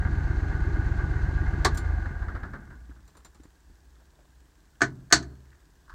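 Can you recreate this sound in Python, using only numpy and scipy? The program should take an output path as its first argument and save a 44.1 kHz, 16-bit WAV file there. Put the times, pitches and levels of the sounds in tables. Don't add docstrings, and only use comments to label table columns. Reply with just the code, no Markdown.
import sys
import numpy as np
from scipy import signal
from scipy.fft import rfft, irfft
from scipy.io import wavfile
from scipy.ndimage import uniform_filter1d

SR = 44100
rng = np.random.default_rng(int(sys.argv[2]) if len(sys.argv) > 2 else 0)


def pcm_store(signal):
    levels = np.round(np.clip(np.atleast_2d(signal), -1, 1) * 32767)
    wavfile.write(sys.argv[1], SR, levels.astype(np.int16).T)


N = 261954
T = np.arange(N) / SR
RING_T = T[:SR]
FIRST_FIRING_S, LAST_FIRING_S = .0595, 1.75
COAST_S, STOP_S = 1.695, 2.825
FIRING = T < LAST_FIRING_S


def amp(db):
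    return 10 ** (np.asarray(db) / 20)


def unit_rms(x, span=slice(None)):
    return x / np.sqrt(np.mean(x[span] ** 2) + 1e-20)


def bell(x, centre, width):
    return np.exp(-((x - centre) / width) ** 2)


def gain_at(points, hz):
    return amp(log_interp(points, hz))


def log_interp(points, hz):
    frequencies, values = np.transpose(points)
    return np.interp(np.log(hz + 1), np.log(frequencies), values)


def add(mix, start_s, sound):
    part = mix[max(round(start_s * SR), 0):][:len(sound)]
    part += sound[:len(part)]


def coloured(x, spectrum, size=8192):
    log_gain = np.log(gain_at(spectrum, abs(np.fft.fftfreq(size, 1 / SR))))
    response = np.exp(np.conj(signal.hilbert(log_gain)))
    taps = np.fft.ifft(response).real[:size // 2]
    return signal.oaconvolve(x, taps)[:len(x)]


def tilted(x, treble_db, bass_db):
    return coloured(x, [(170, bass_db), (600, 0.016), (1900, 0.0017), (4000, treble_db)])


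def resonate(x, hz, width_hz):
    return signal.lfilter(*signal.iirpeak(hz, hz / width_hz, SR), x)


def forced_modes(drive, table):
    return sum(amp(db) * resonate(drive, hz, width) for hz, width, db in table)


def struck_modes(table, scatter_db, detune):
    out = np.zeros(SR)
    for (hz, db, t60), (gain, shift, side) in zip(table, rng.standard_normal((len(table), 3))):
        envelope = amp(db + scatter_db * gain - 60 * RING_T / t60)
        out += np.sign(side) * envelope * np.sin(2 * np.pi * hz * (1 + detune * shift) * RING_T)
    return unit_rms(out, slice(SR // 50))


# (frequency [Hz], t60 before scaling [s])
RING_TIMES = [(60, .9), (140, 0.69), (300, .35), (500, 0.13), (1000, .15), (1800, 0.12), (4000, 0.13),
              (8000, 0.11), (15000, 0.071)]
def ring(spectrum, t60_scale=1., rise_s=0.00017):
    hz, t, bands = signal.stft(rng.choice([-1., 1.], SR), SR, nperseg=256)
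    t60 = t60_scale * log_interp(RING_TIMES, hz)[:, None]
    tail = signal.istft(bands * amp(-60 * t / t60), SR, nperseg=256)[1][:SR]
    attack = 1 - np.exp(-RING_T / rise_s)
    return unit_rms(coloured(tail * attack, spectrum), slice(SR // 50))


def speed_share(t=T):
    return np.interp(t, [COAST_S, STOP_S], [1, 0])


# (time [s], speed [cycles/s])
IDLE_SPEED = [(.3, 8.08), (.75, 8.25), (1.05, 8.08)]
def speed(t=T):
    return np.interp(t, *np.transpose(IDLE_SPEED)) * speed_share(t)


def crank_times(phase):
    step = 32
    t = T[::step]
    cycles = np.cumsum(speed(t)) * step / SR
    cycles -= np.interp(FIRST_FIRING_S, t, cycles)
    marks = np.arange(-1, cycles[-1]) + phase
    return np.interp(marks[(marks > cycles[0]) & (marks < cycles[-1])], cycles, t)


def strokes(table, scatter_db):
    blows = np.zeros(N)
    for phase, db in table:
        times = crank_times(phase)
        blows[(times * SR).astype(int)] += amp(db + scatter_db * rng.standard_normal(len(times)))
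    return blows


def puffed(blows, width_s):
    u = np.linspace(-8, 8, 2 * round(8 * width_s * SR) + 1)
    return signal.oaconvolve(blows, (u ** 2 - 1) * np.exp(-u ** 2 / 2), "same")


def bursts(blows, decay_s):
    return unit_rms(signal.lfilter([1], [1, -np.exp(-1 / (decay_s * SR))], blows), FIRING)


def running_gain(power, lag_s):
    pole = np.exp(-1 / (lag_s * SR))
    return 1 - signal.lfilter([1 - pole], [1, -pole], 1 - speed_share() ** power)


# (frequency [Hz], bandwidth [Hz], gain [dB])
CAB_MODES = [(40.3, 42, -3), (78.76, 1.5, 9.5), (98.7, 40, -7), (141.3, 7.6, 15.5), (160, 44, -11)]
# (phase [cycles], relative puff level [dB], puff width [s], relative thud level [dB])
CYLINDERS = [(0, -20, .0034, -0.5), (0.331, -27.5, 0.0032, -3), (0.591, -20, 0.0045, -8),
             (0.767, -44.5, 0.0018, -6.5)]
def exhaust():
    puffs = sum(puffed(strokes([(phase, db)], scatter_db=1.0) * FIRING, width_s)
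                for phase, db, width_s, _ in CYLINDERS)
    return amp(0.5) * (puffs + forced_modes(puffs, CAB_MODES))


# (frequency [Hz], relative level [dB])
PANEL_SPECTRUM = [(60, -27), (120, 14), (160, 6.5), (225, -1.5), (280, 0), (338, 5), (375, -4), (410, -2.5),
                  (480, -34.5), (800, -61)]
def panel_drumming(level_db=-39, firing_boost_db=3.5):
    thuds = strokes([(phase, db) for phase, _, _, db in CYLINDERS], scatter_db=1.5)
    turbulence = rng.standard_normal(N) * (.5 + bursts(thuds, decay_s=.03))
    drive = .55 * unit_rms(thuds, FIRING) + .6 * turbulence
    panels = unit_rms(coloured(drive, PANEL_SPECTRUM), FIRING)
    return amp(level_db + firing_boost_db * FIRING) * panels * running_gain(power=1.0, lag_s=0.31)


# (phase [cycles], relative level [dB])
VALVE_TAPS = [(.02, 0), (.19, -3), (.43, -1), (.55, 0), (.70, 0), (.76, -1), (.92, -3)]
# (frequency [Hz], relative level [dB])
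CLATTER_SPECTRUM = [(300, -12), (500, -9.5), (600, -11), (730, -5.5), (930, -6.5), (1060, -13),
                    (1190, -4.5), (1320, -16), (1580, -2.5), (1850, -14.5), (2100, -16.5), (2450, -28),
                    (3300, -34.5), (6000, -64)]
# (frequency [Hz], bandwidth [Hz], gain [dB])
TIN_MODES = [(741, 14, -5.5), (1470, 61, 6), (1630, 26, -13), (1629, 33, 3.5), (1890, 29, 4), (2104, 15, 8)]
def valve_clatter(level_db=-41.5, loose_per_s=60):
    loose = rng.random(N) * (rng.random(N) < loose_per_s / SR)
    taps = bursts(strokes(VALVE_TAPS, scatter_db=2) + loose, decay_s=.006)
    envelope = np.hypot(1.25, taps)
    gear = coloured(rng.standard_normal(N) * envelope, CLATTER_SPECTRUM)
    clatter = unit_rms(gear + forced_modes(gear, TIN_MODES), FIRING)
    return amp(level_db) * clatter * running_gain(power=1.19, lag_s=0.12)


# (frequency [Hz], relative level [dB])
FAN_SPECTRUM = [(800, -26), (2500, 5.5), (3400, -1), (4300, 4), (5300, -4.5), (6400, -0.5), (8000, -10),
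                (10000, -20), (12000, -37)]
def fan(level_db=-60.5):
    surge = bursts(strokes([(.4, 0)], scatter_db=1.5), decay_s=.045)
    air = unit_rms(coloured(rng.standard_normal(N) * (4.5 + surge), FAN_SPECTRUM), FIRING)
    return amp(level_db) * air * running_gain(power=1.63, lag_s=0.036)


# (frequency [Hz], relative level [dB])
BACKGROUND_SPECTRUM = [(25, -13.5), (59, 2), (102, -19), (150, -14.5), (200, -23.5), (310, -18.5),
                       (520, -30), (1000, -27.5), (1300, -32), (1620, -25), (2200, -38), (8000, -37.5),
                       (9200, -44.5), (16000, -46)]
def background(level_db=-57.5, tick_db=-79, tick_period_s=.05):
    since_tick = (T - .005) % tick_period_s
    ticks = rng.standard_normal(N) * np.exp(-since_tick / 0.0014)
    ticks = coloured(ticks, [(1000, -18.5), (3000, 6.5), (8000, 4), (10000, -8.5)])
    rumble = coloured(rng.standard_normal(N), BACKGROUND_SPECTRUM)
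    return amp(level_db) * unit_rms(rumble) + amp(tick_db) * unit_rms(ticks)


# (frequency [Hz], gain [dB])
CRACK_SPECTRUM = [(800, -11.5), (6500, 2), (11000, -20.5), (15000, -23)]
def crack():
    return coloured(rng.standard_normal(SR) * np.exp(-RING_T / .004), CRACK_SPECTRUM)


# (frequency [Hz], relative level [dB], t60 [s])
DASH_MODES = [(129, -13.5, .72), (150, -16.5, .6), (306.4, -4.5, 0.21), (379, -14, 0.21), (685.5, -4, 0.12),
              (846, -19, .12), (997, -16.5, 0.1), (1194, -2, 0.085), (1252, -7, 0.08), (1485, -2.5, 0.14),
              (1536, 1.5, 0.11), (1731, 4, 0.08), (1850, -9, 0.098), (2260, -14.5, 0.069),
              (3330, -18.5, .1), (3620, -17.5, .09), (4130, -8.5, 0.11), (4400, -10, .08),
              (5152, -13.5, .07), (5750, -8, 0.1), (6420, -1.5, .08), (6610, -9.5, .08), (7060, -8.5, .07),
              (7190, -13.5, .09), (7850, -14, .09)]
def dashboard(scatter_db, detune):
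    return struck_modes(DASH_MODES, scatter_db, detune)


# (frequency [Hz], relative level [dB])
LOCK_SPECTRUM = [(100, -9.5), (260, -5.5), (400, 4), (540, -13), (800, 5), (980, 0), (1150, 5), (1350, -8),
                 (1700, 5.5), (2700, -20.5), (4200, -11.5), (5000, -21), (6000, -18), (8500, -24.5),
                 (11000, -36), (15500, -41)]
# (time [s], level [dB], treble gain [dB], bass gain [dB])
LOCK_SNAPS = [(1.6472, -26, 14, -21), (1.6517, -20, -5.5, -3.5), (1.657, -42, -14, 9.5)]
def ignition_lock():
    out = np.zeros(N)
    for s, db, treble_db, bass_db in LOCK_SNAPS:
        dash = tilted(dashboard(scatter_db=3, detune=.003), treble_db=-12, bass_db=2.5)
        lock = ring(LOCK_SPECTRUM, t60_scale=0.77, rise_s=0.00069)
        snap = 0.98 * lock + 0.15 * dash + 0.12 * crack()
        add(out, s, amp(db) * tilted(snap, treble_db, bass_db))
    return out


# (frequency [Hz], relative level [dB], t60 [s])
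KEY_MODES = [(4000, -7, 0.068), (5841, -7, .06), (6740, -4, 0.043), (7300, -1, .11), (8000, -7, .05),
             (8780, -6.5, 0.1), (9700, -12, 0.096), (13550, -12, .1)]
# (frequency [Hz], relative level [dB])
KEY_SPECTRUM = [(300, -0.5), (1500, 0.5), (2800, -11), (4200, 0), (5200, -6), (7300, -8), (9000, -18),
                (11000, -22), (13700, -12.5), (16000, -30)]
# (time [s], level [dB], treble gain [dB])
KEY_CONTACTS = [(1.7462, -52.5, 0.5), (1.7734, -43, 0.5), (3.0777, -58, -7), (3.151, -55, -20),
                (3.1693, -54.5, -7), (3.248, -52.5, -1.5), (3.3465, -58.5, -9), (3.434, -59.5, -5.5)]
def key_ring():
    out = np.zeros(N)
    for s, db, treble_db in KEY_CONTACTS:
        jingle = struck_modes(KEY_MODES, scatter_db=3, detune=.006)
        clink = .85 * ring(KEY_SPECTRUM, t60_scale=.8, rise_s=.0006) + .75 * jingle
        add(out, s, amp(db) * tilted(clink, treble_db, bass_db=0))
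    return out


# (frequency [Hz], bandwidth [Hz], gain [dB])
MOUNT_MODES = [(39.1, 7, 4.5), (53.7, 8.1, 2), (82.2, 17, 6), (137, 25, 5)]
def coasting(level_db=-21.5, dip_db=-14.5):
    blows = strokes([(.04 + k / 4, 0) for k in range(4)], scatter_db=1.2)
    dip = bell(T, centre=2.12, width=0.031)
    pumping = bell(speed(), centre=5.7, width=3.0)
    strength = amp(level_db + dip_db * dip) * pumping * (T > LAST_FIRING_S)
    puffs = puffed(blows * strength, width_s=0.0043)
    return .25 * puffs + forced_modes(puffs, MOUNT_MODES)


# (frequency [Hz], relative level [dB])
RATTLE_SPECTRUM = [(200, 3), (500, -5.5), (800, -6), (1200, -0.5), (1620, 6), (2000, -10), (2600, -26),
                   (4300, -26), (7000, -37.5), (11000, -48)]
# (time [s], level [dB])
TIN_KNOCKS = [(2.056, -37.5), (2.905, -58), (2.96, -60)]
def tin_knocks():
    out = np.zeros(N)
    for s, db in TIN_KNOCKS:
        add(out, s, amp(db) * ring(RATTLE_SPECTRUM, rise_s=.0012))
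    return out


def shudder(level_db=-38, peak_speed=3.0, speed_width=1.7):
    out = np.zeros(N)
    compressions = np.concatenate([crank_times(.034 + k / 4) for k in range(4)])
    for s in compressions[speed(compressions) < peak_speed + speed_width]:
        rise_s = .0016 * (peak_speed / speed(s)) ** 1.6
        rattle = ring(RATTLE_SPECTRUM, t60_scale=1.24, rise_s=rise_s)
        add(out, s, amp(level_db) * bell(speed(s), peak_speed, speed_width) * rattle)
    return out


# (start time [s], frequency [Hz], peak level [dB], swell time [s])
CAB_HUMS = [(2.4, 72.4, -48.5, .2), (2.725, 58.7, -41, 0.079)]
def cab_hum():
    out = np.zeros(N)
    for s, hz, db, swell_s in CAB_HUMS:
        envelope = T / swell_s * np.exp(1 - T / swell_s)
        add(out, s, amp(db) * envelope * np.sin(2 * np.pi * hz * T))
    return out


# (start time [s], duration [s], level [dB], centre frequency [Hz])
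HAND_STROKES = [(2.8, 0.73, -72, 1170), (3.933, 0.058, -71, 1376), (3.976, 0.071, -67, 620),
                (4.077, .22, -68, 574), (5.421, 0.26, -70, 1550)]
def hand_rustle(grain=0.76, width_hz=560):
    out = np.zeros(N)
    for s, duration_s, db, hz in HAND_STROKES:
        slip, grip = rng.standard_normal((2, SR))
        roughness = np.exp(grain * unit_rms(uniform_filter1d(grip, size=400)))
        rub = resonate(slip * roughness, hz, width_hz)
        rub = unit_rms(resonate(rub, hz, 2 * width_hz))
        swell = np.sin(np.pi * np.minimum(RING_T / duration_s, 1))
        add(out, s, amp(db) * rub * swell)
    return out


# (frequency [Hz], relative level [dB])
BUMP_SPECTRUM = [(30, -6.5), (65, -0.5), (130, -12.5), (220, -13), (300, -11.5), (420, -19.5), (700, -23.5),
                 (2000, -23), (6000, -53)]
# (time [s], level [dB], bass gain [dB])
BUMPS = [(2.895, -43, 3), (3.254, -47, -9.5), (3.4, -42, -5), (3.454, -42, -6.5), (3.699, -53, 9.5)]
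def soft_bumps(hollow_hz=282.0, decay_s=0.0083):
    out = np.zeros(N)
    hollow = np.sin(2 * np.pi * hollow_hz * RING_T) * np.exp(-RING_T / decay_s)
    for s, db, bass_db in BUMPS:
        thud = 0.45 * ring(BUMP_SPECTRUM, t60_scale=0.13, rise_s=0.0041)
        add(out, s, amp(db) * tilted(thud + hollow, 0, bass_db))
    return out


# (frequency [Hz], relative level [dB])
KNOB_SPECTRUM = [(60, -15.5), (170, -12.5), (300, -7), (400, -5.5), (510, -23), (680, -4), (830, -12.5),
                 (1200, -9.5), (1700, -1.5), (2600, -17.5), (3600, -16.5), (4300, -6.5), (5100, -12.5),
                 (6400, -8.5), (8000, -14), (10300, -35), (15500, -41.5)]
# (frequency [Hz], relative level [dB])
AFTERRING_SPECTRUM = [(400, -31), (1000, -3.5), (1650, 0), (2400, -23), (6000, -44)]
# (time [s], level [dB], treble gain [dB], bass gain [dB], boom gain [dB])
KNOB_CLICKS = [(4.8075, -31.5, -12.5, -1.5, -42.5), (4.8170, -16.5, -9.5, 1, -32),
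               (5.1027, -53, -1, -5, -39), (5.1115, -32, -22, -11.5, -41.5),
               (5.1250, -11.5, 1.5, -5.5, -22.5), (5.2263, -48, -3, 16, -12)]
def knob(boom_hz=68.6, afterring_db=-37):
    out = np.zeros(N)
    boom = np.sin(2 * np.pi * boom_hz * RING_T) * np.exp(-RING_T / .15)
    for s, db, treble_db, bass_db, boom_db in KNOB_CLICKS:
        wash = ring(KNOB_SPECTRUM, rise_s=.0004)
        blow = .62 * wash + .74 * dashboard(scatter_db=1.5, detune=.002) + 1.3 * crack()
        afterring = amp(afterring_db) * ring(AFTERRING_SPECTRUM, t60_scale=4.3)
        add(out, s, amp(db) * (tilted(blow, treble_db, bass_db) + afterring + amp(boom_db) * boom))
    return out


# (frequency [Hz], level [dB], t60 [s])
SPRING_MODES = [(4102, -23, 0.15), (4440, -19.5, .1), (4445, -21, 0.15), (4290, -62, .65),
                (4350, -62.5, 0.82), (6200, -22.5, 0.088), (6860, -23.5, 0.087)]
def knob_spring(home_s=5.125):
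    out = np.zeros(N)
    for hz, db, t60 in SPRING_MODES:
        add(out, home_s, amp(db - 60 * RING_T / t60) * np.sin(2 * np.pi * hz * RING_T))
    return out


# (frequency [Hz], relative level [dB])
CREAK_SPECTRUM = [(400, -37), (800, -13), (1050, 2), (1550, 3), (1850, -9), (2300, -28), (4500, -22),
                  (9000, -40.5)]
# (time [s], level [dB])
CREAK_SLIPS = [(5.879, -61), (5.895, -52), (5.901, -52), (5.917, -57.5), (5.926, -57.5)]
def creak():
    out = np.zeros(N)
    for s, db in CREAK_SLIPS:
        add(out, s, amp(db) * ring(CREAK_SPECTRUM, t60_scale=0.52))
    return out


def scene():
    idling = exhaust() + panel_drumming() + valve_clatter() + fan() + background()
    stopping = ignition_lock() + key_ring() + coasting() + tin_knocks() + shudder() + cab_hum()
    handling = hand_rustle() + soft_bumps() + knob() + knob_spring() + creak()
    return (idling + stopping + handling)[None]


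def record(dry, overload=.95, cutoff_hz=15900):
    hz = np.fft.rfftfreq(N, 1 / SR)
    bass_rolloff = gain_at([(15, -18.5), (24, -4.5), (32, -5.5), (42, 0)], hz)
    thinned = irfft(rfft(dry) * bass_rolloff, N)
    clipped = np.clip(thinned, -overload, overload)
    lowpass = signal.firwin(511, cutoff_hz, window=("kaiser", 9), fs=SR)
    return signal.oaconvolve(clipped, lowpass[None], "same")


dry = scene()
out = record(dry)
pcm_store(out)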